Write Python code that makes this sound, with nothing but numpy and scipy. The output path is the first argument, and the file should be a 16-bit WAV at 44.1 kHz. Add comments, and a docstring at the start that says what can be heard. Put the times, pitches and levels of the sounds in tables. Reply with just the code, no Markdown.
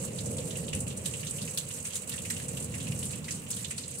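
"""A quiet room, rain blown against the window.
Fine drops tick brightly on the glass, heavier ones tap the pane into ringing and a few burst flat;
the room gives each a short tail. Wind rumbles outside with a few soft thumps, the window hums,
and the wash of rain on the deck comes dully through it."""
import sys
import numpy as np
from scipy import signal
from scipy.fft import rfft, irfft
from scipy.io import wavfile
from scipy.ndimage import uniform_filter1d

SR = 44100
rng = np.random.default_rng(int(sys.argv[2]) if len(sys.argv) > 2 else 0)


def log_audio(samples):
    """Write samples as a 16-bit WAV file to the path given in sys.argv[1]."""
    # one column per channel
    frames = np.atleast_2d(samples).T
    # limit to full scale, then quantise
    limited = np.clip(frames, -1, 1)
    pcm = np.round(limited * 32767).astype(np.int16)
    wavfile.write(sys.argv[1], SR, pcm)


N = 176400
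EVENT_SAMPLES = 8192
EVENT_S, EVENT_HZ = np.arange(EVENT_SAMPLES) / SR, np.fft.rfftfreq(EVENT_SAMPLES, 1 / SR)


def amp(db):
    """Decibels to gain."""
    return 10 ** (np.asarray(db) / 20)


def unit(x):
    """Scale to rms 1."""
    return x / np.sqrt(np.mean(x ** 2) + 1e-20)


def read(points, hz):
    """Interpolate a spectrum in log frequency."""
    points_hz, value = np.transpose(points)
    return np.interp(np.log(hz + 1), np.log(points_hz + 1), value)


def curves(rows):
    """Control table columns at every sample."""
    time_s, *columns = np.transpose(rows)
    return [np.interp(np.arange(N) / SR, time_s, column) for column in columns]


def add(mix, start_s, sound):
    """Mix a sound in at start_s."""
    part = mix[:, max(round(start_s * SR), 0):][:, :sound.shape[1]]
    part += sound[:, :part.shape[1]]


def bell(pitch_hz, width_oct):
    """Spectral bell of height 1."""
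    return np.exp(-.5 * (np.log2((EVENT_HZ + 1) / pitch_hz) / width_oct) ** 2)


def swell(peak_s):
    """Envelope: rises to 1 at peak_s, then decays."""
    return EVENT_S / peak_s * np.exp(1 - EVENT_S / peak_s)


def minimum_phase(colour_db):
    """Filter that rings only after it is struck."""
    cepstrum = irfft(np.log(amp(colour_db)))
    lag = np.fft.fftfreq(len(cepstrum))
    return np.exp(rfft(cepstrum * (1 + np.sign(lag))))


def noise(spectrum):
    """Steady stereo noise, nearly mono in the bass."""
    # likeness of the channels: freq_hz, correlation
    likeness = [(125, 0.99), (250, 0.78), (500, 0.44), (1000, 0), (2000, -.1), (8000, 0)]
    hz = np.fft.rfftfreq(N, 1 / SR)
    correlation = read(likeness, hz)
    mid, side = rfft(rng.standard_normal((2, N)))
    mid *= np.sqrt((1 + correlation) / 2)
    side *= np.sqrt((1 - correlation) / 2)
    return unit(irfft(np.array([mid + side, mid - side]) * amp(read(spectrum, hz)), N))


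def wind(hum_gain_db=2.5):
    """Wind rumble outside, the window's hollow hum under it."""
    # gusts: time_s, rumble_db, hum_relative_db
    gusts = [(0, -38, -45), (.17, -41.5, -49), (.28, -35, -45), (.38, -37, -44), (.58, -38.5, -48),
             (.76, -35.5, -48), (1.0, -40.5, -49.5), (1.3, -41.5, -53.5), (1.44, -43, -49.5),
             (1.6, -46, -55.5), (1.82, -45, -56), (2.03, -48, -55), (2.15, -42, -54.5),
             (2.32, -41.5, -53.5), (2.55, -39.5, -50), (2.75, -38.5, -54), (2.92, -36.5, -52),
             (3.4, -41.5, -58), (4, -47, -56)]
    # rumble spectrum: freq_hz, density_db
    rumble_colour = [(10, -65), (30, -43), (42, -17), (60, -17), (82, -2.5), (105, -2.5), (135, 1.5),
                     (195, -2.5), (260, -8), (330, -16), (450, -22.5), (800, -30.5), (2000, -63)]
    # window hum spectrum: freq_hz, density_db
    hum_colour = [(150, -23.5), (300, -16), (380, -8.5), (430, -5.5), (475, 1), (540, -4), (620, -9),
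                  (750, -20.5), (1000, -22.5), (2500, -68)]
    rumble_db, hum_db = curves(gusts)
    return amp(rumble_db) * noise(rumble_colour) + amp(hum_gain_db + hum_db) * noise(hum_colour)


def deck_wash(gain_db=6.5):
    """Rain on the deck, blurred to noise and heard through the window."""
    # wash strength: time_s, relative_db
    strength = [(0.0, -57), (0.09, -59.5), (3.45, -57.5), (4.0, -64)]
    # wash spectrum: freq_hz, density_db
    colour = [(200, -17), (700, 0), (1100, 3.5), (1450, -0.5), (2000, -3), (2800, 4), (3600, -15),
              (5200, -12), (8000, 2.5), (12000, -11.5), (16000, -7.5)]
    relative_db, = curves(strength)
    return amp(gain_db + relative_db) * noise(colour)


def thumps():
    """Brief low pushes in the wind, same in both channels."""
    # soft thumps: start_s, level_db, pitch_hz
    pushes = [(0.736, -43, 78.6), (1.417, -35.5, 150), (2.891, -31.5, 132)]
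    out = np.zeros((2, N))
    envelope = swell(peak_s=.016)
    for start_s, level_db, pitch_hz in pushes:
        band = irfft(rfft(rng.standard_normal(EVENT_SAMPLES)) * bell(pitch_hz, width_oct=.45))
        push = np.sqrt(np.mean(envelope ** 2)) * unit(envelope * band)
        add(out, start_s, amp(level_db) * push[None])
    return out


def ping(pitch_hz, peak_s):
    """Short tone, own phase at each microphone."""
    return swell(peak_s) * np.sin(2 * np.pi * (pitch_hz * EVENT_S + rng.random((2, 1))))


def dense_modes(colour_db):
    """Random-phase modes under one spectrum, different at each microphone."""
    return unit(irfft(np.exp(2j * np.pi * rng.random((2, len(colour_db)))) * amp(colour_db)))


def impact(colour_db, rise_s, fall_s, room_db, grain_db, room_t60_s=.14):
    """One drop: a quick cluster of uneven echoes and the room tail, coloured by the glass."""
    signs, grain = rng.standard_normal((2, 2, EVENT_SAMPLES))
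    echoes = np.sign(signs) * amp(grain_db * unit(uniform_filter1d(grain, size=40)))
    attack = 1 - np.exp(-EVENT_S / rise_s)
    cluster = np.exp(-np.maximum(EVENT_S - 2 * rise_s, 0) / fall_s)
    room_tail = amp(room_db - 60 * EVENT_S / room_t60_s)
    envelope = attack * np.hypot(cluster, room_tail)
    sound = irfft(rfft(echoes * envelope) * minimum_phase(colour_db))
    return sound * np.linalg.norm(envelope) / np.linalg.norm(sound, axis=1, keepdims=True)


def tick(pitch_hz, focus_db=10):
    """Small drop on glass: dry snap and short ping, then a bright scatter around the same pitch."""
    # tick spectrum: freq_hz, density_db
    colour = [(300, -48), (1400, -13), (2800, -32), (4000, -12.5), (5300, -12), (6500, -6), (7400, -1.5),
              (8000, 1), (9000, -5), (10200, -11), (11800, -18), (14000, -16.5), (16000, -30)]
    # landing snap spectrum: freq_hz, density_db
    snap_colour = [(1000, -13), (4500, -6), (7000, -16), (10000, 8), (12500, -15), (16000, 1)]
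    boost_db = focus_db * bell(pitch_hz, width_oct=.32)
    scatter = impact(read(colour, EVENT_HZ) + boost_db,
                     rise_s=.0011, fall_s=.0045, room_db=-3.5, grain_db=1)
    snap_db = -6.5 - 14 * rng.random()
    snap = amp(snap_db) * swell(peak_s=.0032) * dense_modes(read(snap_colour, EVENT_HZ) + boost_db)
    ping_db = 4.5 + .5 * read(colour, pitch_hz)
    return scatter + snap + amp(ping_db) * ping(pitch_hz, peak_s=.00025)


def tap(pitch_hz, focus_db=12.5, rise_s=.0019, spot_db=-9, spot_t60_s=.06, spread_oct=.2, ping_db=-10):
    """Heavy drop: the pane rings around one pitch; the struck spot adds three longer modes."""
    # pane spectrum: freq_hz, density_db
    colour = [(300, -50), (1000, -8), (1450, -8.5), (1850, -1), (2300, -4), (2850, 2.5), (3250, -3),
              (3550, -2), (4300, -2), (5500, -2), (8000, 6), (12000, -13.5), (16000, -36)]
    colour_db = read(colour, EVENT_HZ) + focus_db * bell(pitch_hz, width_oct=.33)
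    pane = impact(colour_db, rise_s, fall_s=.0086, room_db=-2, grain_db=3.5, room_t60_s=.17)
    spot_hz = pitch_hz * 2 ** (spread_oct * rng.uniform(-1.006, 1, 3))
    spot_modes = sum(np.sin(2 * np.pi * (hz * EVENT_S + rng.random((2, 1)))) for hz in spot_hz)
    spot_envelope = (1 - np.exp(-EVENT_S / rise_s)) * amp(spot_db - 60 * EVENT_S / spot_t60_s)
    return pane + spot_modes * spot_envelope + amp(ping_db) * ping(pitch_hz, peak_s=.0026)


def splat():
    """Fat drop bursting flat on glass: an abrupt, wide crack."""
    # burst spectrum: freq_hz, density_db
    colour = [(1000, -22), (3300, -2), (10500, 1), (16000, -8)]
    return impact(read(colour, EVENT_HZ), rise_s=.0003, fall_s=.005, room_db=-7, grain_db=-.5)


def shower(drops, rate_per_s, spread_db):
    """The given drops at random times and strengths, rms 1."""
    out = np.zeros((2, N))
    lands = rng.random(N) < rate_per_s / SR
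    strength = amp(spread_db * np.minimum(rng.exponential(1, N), 3))
    which = rng.integers(0, len(drops), N)
    for n in np.flatnonzero(lands):
        add(out, n / SR, strength[n] * drops[which[n]])
    return unit(out)


def patter(fine_db=-42.5, soft_db=-52.5):
    """Dense faint ticks and softer taps, in waves."""
    # waves and lulls: time_s, relative_db
    waves = [(0, 1.5), (.06, 4.5), (.1, -9.5), (.16, 0), (.6, -0.5), (.9, -0.5), (.96, -5.5), (1.025, -5.5),
             (1.07, 0.5), (1.5, 2), (1.68, -1.5), (1.97, 3.5), (2.06, -7), (2.11, 3.5), (2.5, -1.5),
             (2.64, -0.5), (2.69, -6.5), (2.76, -1), (3.16, 3), (3.22, -9), (3.32, 2), (3.38, -3.5),
             (3.48, -3), (3.54, 3), (3.76, -2.5), (3.83, 3), (3.87, -2.5), (3.92, 1)]
    fine = shower([tick(hz) for hz in np.geomspace(6200, 12000, 24)], rate_per_s=210, spread_db=2.2)
    soft = shower([tap(hz) for hz in np.geomspace(2000, 4400, 24)], rate_per_s=130, spread_db=1)
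    wave_db, = curves(waves)
    return amp(fine_db + wave_db) * fine + amp(soft_db + .29 * wave_db) * soft


def near_drops(tick_gain_db=-2.5, tap_gain_db=.5):
    """Drops that stand out on the window, each tick at its own place left or right."""
    # sharp drops: start_s, relative_db, pitch_hz, relative_pan_db
    ticks = [(0.025, -36, 9800, -12), (0.038, -39, 8400.0, -10), (0.0488, -34.5, 12000, -14),
             (0.2584, -30, 6940, -6), (0.3685, -31.5, 8750, -5), (0.383, -34, 8150, -5),
             (0.4408, -37, 7800, -12), (0.509, -35, 6500, -9), (0.5694, -31, 9200, -10),
             (0.749, -27, 9100, -4), (0.8037, -27.5, 8800, -9), (0.8784, -31, 8800, -8),
             (0.973, -30, 8700, -7), (1.06, -25, 8260, -10), (1.138, -37, 7560, -11),
             (1.167, -36, 8050, -13), (1.2697, -31, 6400.0, -7), (1.308, -27, 8700.0, -9),
             (1.509, -33, 8800, -7), (1.5763, -29.5, 8850, -5), (1.584, -26.5, 7340, -10),
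             (1.6868, -34.5, 10900, -11), (1.736, -33, 7750, -10), (1.7997, -34.5, 7500, -13),
             (1.852, -28.5, 6800, -5.5), (1.868, -31, 9400.0, -7), (1.9432, -31, 8700, -6),
             (1.9544, -26, 7250, -3), (1.964, -31, 7100, -12), (2.019, -34, 9450, -14),
             (2.074, -34, 9700, -12), (2.0935, -30.5, 12500, -12), (2.283, -38, 7500, -8),
             (2.305, -25.5, 7900, -7), (2.483, -28.5, 8240, -9), (2.5698, -34.5, 11800, -12),
             (2.601, -32.5, 9500.0, -8), (2.624, -33, 9600.0, -11), (2.6427, -32, 10000, -9),
             (2.749, -35.5, 10300, -7), (2.99, -30.5, 9500, -4), (3.0293, -30.5, 9500, -5),
             (3.053, -31.5, 9350, -4), (3.307, -28.5, 6500, -8.5), (3.3194, -31, 7900, 1),
             (3.5035, -28, 8700, -5), (3.5116, -26, 6800, -5), (3.566, -34.5, 9400.0, -2),
             (3.709, -27.5, 8000, -5), (3.78, -31, 8100, 3.5), (3.8792, -32, 8900, -8),
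             (3.984, -34, 9300, 4)]
    # heavy drops: start_s, relative_db, pitch_hz
    taps = [(0.037, -43.5, 1200), (0.08, -50.5, 2540), (0.185, -38, 3960), (0.382, -41.5, 3540),
            (0.505, -41, 3630), (0.554, -40.5, 2760), (0.6798, -40.5, 3340), (0.729, -33.5, 2600),
            (0.8662, -47, 2660), (0.902, -41.5, 3300), (1.055, -36, 3460), (1.136, -38, 2760),
            (1.229, -40.5, 2620), (1.267, -39.5, 3440), (1.382, -42, 2980), (1.4149, -39, 4160),
            (1.439, -52, 3400), (1.475, -42, 2410), (1.5738, -33, 3800), (1.704, -42, 2820),
            (1.85, -43, 2430), (1.9046, -46, 3000), (1.931, -46, 3150), (1.955, -41, 3730),
            (2.094, -42, 2870), (2.1158, -39.5, 3660), (2.135, -40.5, 1750), (2.1783, -39.5, 3010),
            (2.2486, -39.5, 2400), (2.3004, -35.5, 1940), (2.3626, -40, 2940), (2.396, -42.5, 1890),
            (2.5686, -40, 3000), (2.739, -39.5, 2120), (2.8, -40.5, 3400), (2.8669, -40, 2530),
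            (2.9167, -40, 2460), (3.026, -40.5, 3350), (3.131, -41.5, 3000), (3.241, -44, 4200),
            (3.2809, -37, 2160), (3.3086, -39, 4700), (3.462, -49, 2770), (3.528, -41.5, 3830),
            (3.5666, -41.5, 3630), (3.6442, -35.5, 3630), (3.706, -38, 2275), (3.778, -37, 4220),
            (3.8334, -42.0, 4130)]
    # bursting drops: start_s, level_db
    splats = [(1.0567, -33.5), (1.574, -26), (2.3012, -29.5), (3.5044, -34)]
    out = np.zeros((2, N))
    for start_s, relative_db, pitch_hz, relative_pan_db in ticks:
        pan_db = relative_pan_db + 9  # left over right
        channel_db = tick_gain_db + relative_db + np.array([[.5], [-.5]]) * pan_db
        add(out, start_s, amp(channel_db) * tick(pitch_hz))
    for start_s, relative_db, pitch_hz in taps:
        add(out, start_s, amp(tap_gain_db + relative_db) * tap(pitch_hz))
    for start_s, level_db in splats:
        add(out, start_s, amp(level_db) * splat())
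    return out


def scene():
    """Weather outside, drops on the glass."""
    return wind() + deck_wash() + thumps() + patter() + near_drops()


def record(dry):
    """Two microphones of unlike colour, then the band limit."""
    # microphone balance: freq_hz, left_over_right_db
    balance = [(200, -1.7), (700, -1.5), (1100, -3), (1500, -4.5), (2000, 0.5), (2900, -4.5), (4200, -4.5),
               (5600, 0.5), (7000, -14), (7800, -11.5), (8800, 0), (10800, 7), (13000, 1), (15000, 2)]
    cutoff_hz = 15780
    lean_db = read(balance, np.fft.rfftfreq(N, 1 / SR))
    gains = amp(np.array([lean_db, -lean_db]) / 2)
    heard = irfft(rfft(dry) * gains / np.sqrt(np.mean(gains ** 2, axis=0)), N)
    lowpass = signal.firwin(511, cutoff_hz, window=("kaiser", 9), fs=SR)
    return signal.oaconvolve(heard, lowpass[None], "same")


dry = scene()
out = record(dry)
log_audio(out)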